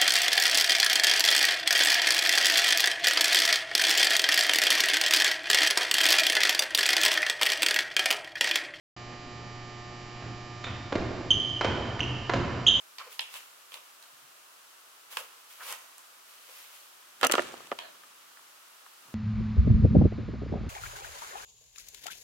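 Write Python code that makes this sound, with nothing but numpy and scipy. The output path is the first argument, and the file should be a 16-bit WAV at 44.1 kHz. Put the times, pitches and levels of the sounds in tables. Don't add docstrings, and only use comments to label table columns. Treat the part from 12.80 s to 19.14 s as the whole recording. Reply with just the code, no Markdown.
import sys
import numpy as np
from scipy import signal
from scipy.fft import rfft, irfft, next_fast_len
from scipy.io import wavfile
from scipy.ndimage import uniform_filter1d

SR = 44100
rng = np.random.default_rng(int(sys.argv[2]) if len(sys.argv) > 2 else 0)


def to_wav(sig):
    pcm = np.clip(np.atleast_2d(sig), -1, 1) * 32767
    pcm = np.round(pcm).astype(np.int16)
    wavfile.write(sys.argv[1], SR, pcm.T)


N = 279653
TIME_S = np.arange(N) / SR

# (peak time [s], rise [s], fall [s], level [dB])
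SOLE_RUBS = [(.33, 0.023, 0.037, -49), (.565, 0.047, 0.05, -47), (.955, .043, 0.027, -52.5),
             (2.325, 0.018, 0.044, -45.5), (2.395, 0.025, 0.02, -44), (2.71, 0.013, .06, -53),
             (2.915, 0.079, 0.029, -41), (3.51, .044, 0.15, -58.5), (3.8, 0.13, 0.16, -52.5),
             (3.96, 0.028, 0.079, -58)]
# (peak time [s], level [dB], pitch of the hollow under it [Hz])
SOLE_PATS = [(.212, -44, 1210), (.275, -52.5, 487), (.965, -55, 625), (2.41, -50.5, 510),
             (2.817, -44, 1450), (2.92, -50, 1050), (3.7, -59, 490)]
# (frequency [Hz], relative level [dB])
SKIN_SPECTRUM = [(300, -24), (700, -10), (1050, -3.5), (1500, -7), (2200, 3), (3050, 4), (4000, 0),
                 (8000, -2.5), (13000, 0), (16000, -5.5)]
SOLE_SPECTRUM = [(100, -28), (300, -19.5), (480, 0.5), (750, -2), (1050, 5), (1700, 0), (2600, -2.5),
                 (6000, -20)]
LOAD_SPECTRUM = [(20, 3), (45, -2), (90, -7), (160, -3), (400, -18), (1000, -50)]
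CRACKLE_SPECTRUM = [(200, -32), (900, -5), (3000, 0), (6000, -3), (15000, -14)]
# (time [s], relative level [dB], hardness [dB/oct], ring [Hz], ring boost [dB], relative send [dB])
SHARP_CLICKS = [(0.184, -50.5, 0.1, 4400, 6.5, -2), (0.393, -41.5, -1, 3145, 11.5, -8.5),
                (0.407, -55, 2.5, 3180, 2, 0.5), (0.5401, -53.5, 1.5, 2970, 2.5, 1),
                (0.9195, -54, -6, 3180, 10.5, -2.5), (0.9414, -52, 0.9, 3460, 5.5, -5.5),
                (1.2257, -63.5, 1.5, 4000, 2.5, 0.5), (2.37, -33.5, -2, 2800, 2.5, -14),
                (2.925, -43, 1, 3020, -4.5, -4.5), (3.1815, -60.5, 2.5, 4000, -13, -2),
                (4.9881, -42.5, -2.5, 3250, 6, -7)]
# (frequency [Hz], width [Hz], gain [dB])
SCALE_RESONANCES = [(508, 83, 6.5), (683, 100, 0), (1050, 170, 4), (1320, 180, -3), (1930, 360, -14),
                    (2800, 550, -2), (8800, 420, -12), (11650, 4400, -19)]
CAMERA_RESONANCES = [(357, 14, -6), (437, 72, -11), (582, 62, -1.5), (705, 39, -0.5), (800, 64, -2),
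                     (998, 65, 1.5), (1230, 190, 11.5), (1390, 56, 12.5), (1763, 170, 4.5), (2000, 100, 0),
                     (2870, 460, 14.5), (3440, 280, -7), (5840, 560, -1), (7350, 1700, -2),
                     (9900, 670, -11)]
# (low [Hz], high [Hz], L-R likeness [0-1])
IMPACT_BANDS = [(774, 1890, 0.66), (251, 727, 0.83), (2120, 4930, 0), (5400, 14400, 0.04)]
# (clack [dB], thud [dB], ring [dB], snap [dB])
CLICK_BANDS_DB = [1, -17.5, 3, 0]
KNOCK_BANDS_DB = [0, -9, 0.5, -5]
TAP_BANDS_DB = [1.5, -23, -12, -14]
# (time [s], relative level [dB], hardness [dB/oct], pan L-R [dB], rattle [s])
CAMERA_KNOCKS = [(4.4121, -38, 0.5, -4, .002), (4.4209, -41, -3, -5, 0.0075), (4.4307, -20, -3, -3, .016),
                 (4.4412, -20.5, -4, -1, 0.0235), (4.4477, -30, 2, 3, .002), (4.4636, -29, -6, -6, .002),
                 (4.4683, -35, 4, -5, .002), (4.497, -28, -5, 4, .002), (4.5037, -34, -7, -8, .002),
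                 (4.5135, -32, 1, 4, .012), (4.521, -31.5, 4, -3, .002), (4.5354, -35.5, 0, 6, .002),
                 (4.5384, -21, -5.5, -3.5, .006), (4.553, -24.5, -2.5, -1, .005),
                 (4.5806, -22.5, -6.5, -2, .014), (4.594, -24.5, -7, -4, .003), (4.6213, -44.5, 1, 0, .002),
                 (4.7397, -43, -9, -5, .003), (4.8045, -48, -5, 3, .002), (4.871, -54, 1, -2, .002),
                 (4.9161, -28.5, -7, -0.5, .002), (4.9244, -34.5, -7.5, -1, .002)]
# (time [s], relative level [dB])
FINGER_TAPS = [(5.2358, -52.5), (5.572, -52.5), (5.5928, -54.5), (6.0632, -50)]
# (peak time [s], rise [s], fall [s], fizz level [dB], dull body re fizz [dB])
GRIP_SHIFTS = [(4.455, 0.026, 0.0064, -33.5, -3.5), (4.565, 0.046, 0.094, -39.5, -5.5),
               (4.72, 0.32, 0.47, -56, -6), (6.3, 0.054, 0.072, -78, 16)]
# (frequency [Hz], relative level [dB])
SHELL_SPECTRUM = [(300, -12), (1300, 2), (3000, 3.5), (5000, -4), (8000, -5), (11000, -14.5), (16000, -22)]
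HAND_SPECTRUM = [(60, -7), (130, 6), (260, 12), (500, 10), (1300, 10.5), (2500, -1), (6000, -33)]
# (start frequency [Hz], width [Hz], level [dB])
FUZZY_BANDS = [(700, 96, -52.5), (1800, 370, -54), (2950, 450, -60), (4400, 450, -56)]
# (peak time [s], fall [s], level [dB])
SOFT_THUMPS = [(1.34, 0.05, -76), (1.45, .05, -74), (4.448, .025, -60), (4.59, .04, -53), (4.7, .17, -66),
               (6.3, 0.091, -68)]
# (frequency [Hz], relative level [dB])
THUMP_SPECTRUM = [(20, -19), (45, -19), (85, -12), (135, 3.5), (190, -8), (260, 4), (400, -17), (1000, -56)]
HISS_SPECTRUM = [(24, -61), (40, -37), (209, -20.5), (363, -11), (455, -11), (630, -6), (770, -7),
                 (1180, -3), (1270, -3), (1440, -4.5), (2150, -7.5), (2770, -7.5), (4340, -8),
                 (13100, -11.5), (16000, -16)]
ROOM_SPECTRUM = [(150, -7), (300, 11), (550, -0.5), (850, -0.5), (1300, -1), (2000, 0), (3200, 3),
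                 (4400, -7), (7000, -3), (15000, -9)]
# (frequency [Hz], width [Hz], gain [dB])
HISS_HUMPS = [(1284, 770, 3), (2920, 970, 2.5), (13000, 430, 0.5)]
# (frequency [Hz], L-R likeness [0-1])
HISS_STEREO = [(60, .5), (300, 0.24), (700, 0), (15000, 0.13)]
# (frequency [Hz], T60 [s])
ROOM_DECAY = [(150, 1), (500, 0.89), (1500, 1), (3200, 0.38), (7000, 1), (15000, 0.29)]


def feet(trail_s=0.33, trail_db=-18, firm_db=-44.5, load_db=-40.5):
    rub = sum(swell(s, rise_s, fall_s, db) + swell(s, rise_s, trail_s, db + trail_db)
              for s, rise_s, fall_s, db in SOLE_RUBS)
    body = amp(-8) * rub * (rub / amp(firm_db)) ** 0.65
    load = sum(swell(s, rise_s=0.05, fall_s=0.07, db=db + load_db) for s, _, _, db in SOLE_RUBS)
    skin = friction(rub, body, SKIN_SPECTRUM, SOLE_SPECTRUM, grain_db=2, likeness=0.65)
    return skin + sole_pats() + load * coloured(white(), LOAD_SPECTRUM, likeness=0.6)


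def sole_pats(hollow_q=2.8, hollow_db=11.5):
    air = coloured(white(), SOLE_SPECTRUM, likeness=0.84)
    out = np.zeros((2, N))
    for s, db, hz in SOLE_PATS:
        hollow = resonate(air, [(hz, hz / hollow_q, hollow_db)], direct=1)
        out += swell(s, rise_s=0.017, fall_s=0.029, db=db) * unit_rms(hollow)
    return out


def skin_crackle(snaps_per_s=300, spread_db=3.5, re_rub_db=-11.5):
    sizes = amp(spread_db * np.minimum(rng.exponential(1, N), 3))
    sizes *= rng.random(N) < snaps_per_s / SR
    snaps = resonate(sizes * white(), SCALE_RESONANCES, direct=0.88)
    rub = sum(swell(*row) for row in SOLE_RUBS)
    return amp(re_rub_db) * rub * coloured(snaps, CRACKLE_SPECTRUM, likeness=0.3)


def sharp_clicks(ring_width_hz=580):
    near, send = np.zeros((2, 2, N))
    for s, db, hardness, ring_hz, boost_db, send_db in SHARP_CLICKS:
        levels_db = band_levels_db(db, hardness, CLICK_BANDS_DB)
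        levels_db[2] += boost_db
        modes = SCALE_RESONANCES + [(ring_hz, ring_width_hz, 6 + boost_db)]
        click = impact(levels_db, modes, t60_s=0.019, pan_db=-2, chatter=0.44, direct=0.48)
        add(near, s, click)
        add(send, s, amp(send_db) * click)
    return near, send


def click_rings(t60_s=0.23, width_hz=640):
    t, out = np.arange(SR // 3) / SR, np.zeros((2, N))
    for s, db, _, hz, boost_db, _ in SHARP_CLICKS:
        start_db = db - 19.5 + 1.96 * boost_db
        add(out, s, amp(start_db - 60 * t / t60_s) * noise_band(hz * t, width_hz, order=3))
    return out


def camera_clatter(rebound_s=0.0039, fade_db=14, soften_db_per_oct=1.9):
    out = np.zeros((2, N))
    for s, db, hardness, pan_db, rattle_s in CAMERA_KNOCKS:
        for delay_s in np.arange(0, rattle_s, rebound_s):
            spent = delay_s / rattle_s
            softened = hardness - soften_db_per_oct * spent
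            levels_db = band_levels_db(db - fade_db * spent, softened, KNOCK_BANDS_DB)
            knock = impact(levels_db, CAMERA_RESONANCES, t60_s=0.013, pan_db=pan_db,
                           chatter=0.45, direct=0.82)
            add(out, s + delay_s, knock)
    for s, db in FINGER_TAPS:
        levels_db = db + np.array(TAP_BANDS_DB)
        tap = impact(levels_db, CAMERA_RESONANCES, t60_s=0.016, pan_db=0, chatter=0.3, direct=0.64)
        add(out, s, tap)
    return out


def hand_rubs():
    fizz = sum(swell(s, rise_s, fall_s, db) for s, rise_s, fall_s, db, _ in GRIP_SHIFTS)
    body = sum(swell(s, rise_s, fall_s, db + body_db) for s, rise_s, fall_s, db, body_db in GRIP_SHIFTS)
    return friction(fizz, body, SHELL_SPECTRUM, HAND_SPECTRUM, grain_db=3, likeness=0.86)


def fuzzy_ring(start_s=4.992, rise_s=0.012, hold_s=0.11, sag_per_s=0.92):
    t, out = np.arange(SR // 4) / SR, np.zeros((2, N))
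    envelope = (1 - np.exp(-t / rise_s)) * np.exp(-(t / hold_s) ** 3)
    for hz, width_hz, db in FUZZY_BANDS:
        cycles = np.cumsum(hz * np.exp(-sag_per_s * t)) / SR
        add(out, start_s, amp(db) * envelope * noise_band(cycles, width_hz, order=2))
    return out


def thumps():
    push = sum(swell(s, 0.42 * fall_s, fall_s, db) for s, fall_s, db in SOFT_THUMPS)
    return push * coloured(white(), THUMP_SPECTRUM, likeness=0.99)


def room(x, gap_s=0.008, early_db=2.5, early_t60_s=0.18, echoes_per_s=4000):
    t = np.arange(SR * 3 // 4) / SR
    echoes = white(len(t)) * (rng.random((2, len(t))) < echoes_per_s / SR) * (t > gap_s)
    echoes *= 1 + amp(early_db - 60 * t / early_t60_s)
    hz, age_s, bins = signal.stft(echoes, SR, nperseg=256)
    bins *= amp(curve_at(ROOM_SPECTRUM, hz)[:, None] - 60 * age_s / curve_at(ROOM_DECAY, hz)[:, None])
    tail = signal.istft(bins, SR, nperseg=256)[1]
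    return signal.fftconvolve(x, unit_rms(tail) / np.sqrt(tail.shape[1]), axes=1)[:, :N]


def hiss(level_db=-54.5):
    hz = np.fft.rfftfreq(N, 1 / SR)
    humps_db = sum(db * np.exp(-(2 * (hz - centre_hz) / width_hz) ** 2)
                   for centre_hz, width_hz, db in HISS_HUMPS)
    bins = correlate(rfft(white()), curve_at(HISS_STEREO, hz))
    bins *= amp(curve_at(HISS_SPECTRUM, hz) + humps_db)
    return amp(level_db) * unit_rms(irfft(bins, N))


def friction(fizz_gain, body_gain, fizz_spectrum, body_spectrum, grain_db, likeness):
    slips = white() * amp(grain_db * unit_rms(uniform_filter1d(rng.standard_normal(N), 40)))
    fizz = coloured(slips, fizz_spectrum, likeness=0.059)
    body = coloured(white(), body_spectrum, likeness)
    return fizz_gain * fizz + body_gain * body


def impact(levels_db, modes, t60_s, pan_db, chatter, direct):
    t = np.arange(4096) / SR
    noise, out = white(len(t)), np.zeros((2, len(t)))
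    for (low_hz, high_hz, likeness), db in zip(IMPACT_BANDS, levels_db):
        force = (t == 0) + chatter * correlate(noise, likeness) * amp(-60 * t / t60_s)
        band = signal.butter(3, [low_hz, high_hz], "band", fs=SR, output="sos")
        out += amp(db) * unit_rms(signal.sosfilt(band, resonate(force, modes, direct)))
    burst_gain = np.sqrt(0.006 / t[-1])
    return burst_gain * out * amp([[pan_db / 2], [-pan_db / 2]])


def band_levels_db(db, hardness, balance_db, bend_per_oct=0.12):
    centres_oct = np.array([np.log2(low_hz * high_hz) / 2 for low_hz, high_hz, _ in IMPACT_BANDS])
    octaves = centres_oct - centres_oct[0]
    return db + np.array(balance_db) + hardness * octaves * (1 + bend_per_oct * octaves)


def resonate(force, modes, direct):
    return direct * force + sum(amp(db) * signal.lfilter(*signal.iirpeak(hz, hz / width_hz, SR), force)
                                for hz, width_hz, db in modes)


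def swell(peak_s, rise_s, fall_s, db):
    drop = np.where(TIME_S < peak_s, ((peak_s - TIME_S) / rise_s) ** 2, (TIME_S - peak_s) / fall_s)
    return amp(db) * np.exp(-np.minimum(drop, 20))


def noise_band(cycles, width_hz, order):
    noise = white(len(cycles)) + 1j * white(len(cycles))
    flutter = signal.sosfilt(signal.butter(order, width_hz / 2, fs=SR, output="sos"), noise)
    return unit_rms((flutter * np.exp(2j * np.pi * cycles)).real)


def coloured(noise, spectrum, likeness):
    size = next_fast_len(N)
    gain = amp(curve_at(spectrum, np.fft.rfftfreq(size, 1 / SR)))
    return unit_rms(irfft(correlate(rfft(noise, size), likeness) * gain, size)[:, :N])


def correlate(x, likeness):
    return np.array([x[0], likeness * x[0] + np.sqrt(1 - likeness ** 2) * x[1]])


def curve_at(points, hz):
    points_hz, values = np.transpose(points)
    return np.interp(np.log(hz + 1), np.log(points_hz + 1), values)


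def add(mix, start_s, sound):
    part = mix[:, round(start_s * SR):][:, :sound.shape[1]]
    part += sound[:, :part.shape[1]]


def white(samples=N):
    return rng.standard_normal((2, samples))


def unit_rms(x):
    return x / np.sqrt(np.mean(x ** 2, axis=-1, keepdims=True) + 1e-30)


def amp(db):
    return 10 ** (np.asarray(db) / 20)


def scene():
    clicks, click_send = sharp_clicks()
    camera = camera_clatter()
    reverb = room(amp(2) * click_send + amp(-23.5) * camera)
    impacts = amp(1.85) * clicks + amp(-0.74) * camera + reverb
    return impacts + fuzzy_ring() + feet() + hand_rubs() + thumps() + hiss() + click_rings() + skin_crackle()


def record(dry):
    lowpass = signal.firwin(511, 16100, window=("kaiser", 9), fs=SR)
    return signal.oaconvolve(dry, lowpass[None], "same")


dry = scene()
out = record(dry)
to_wav(out)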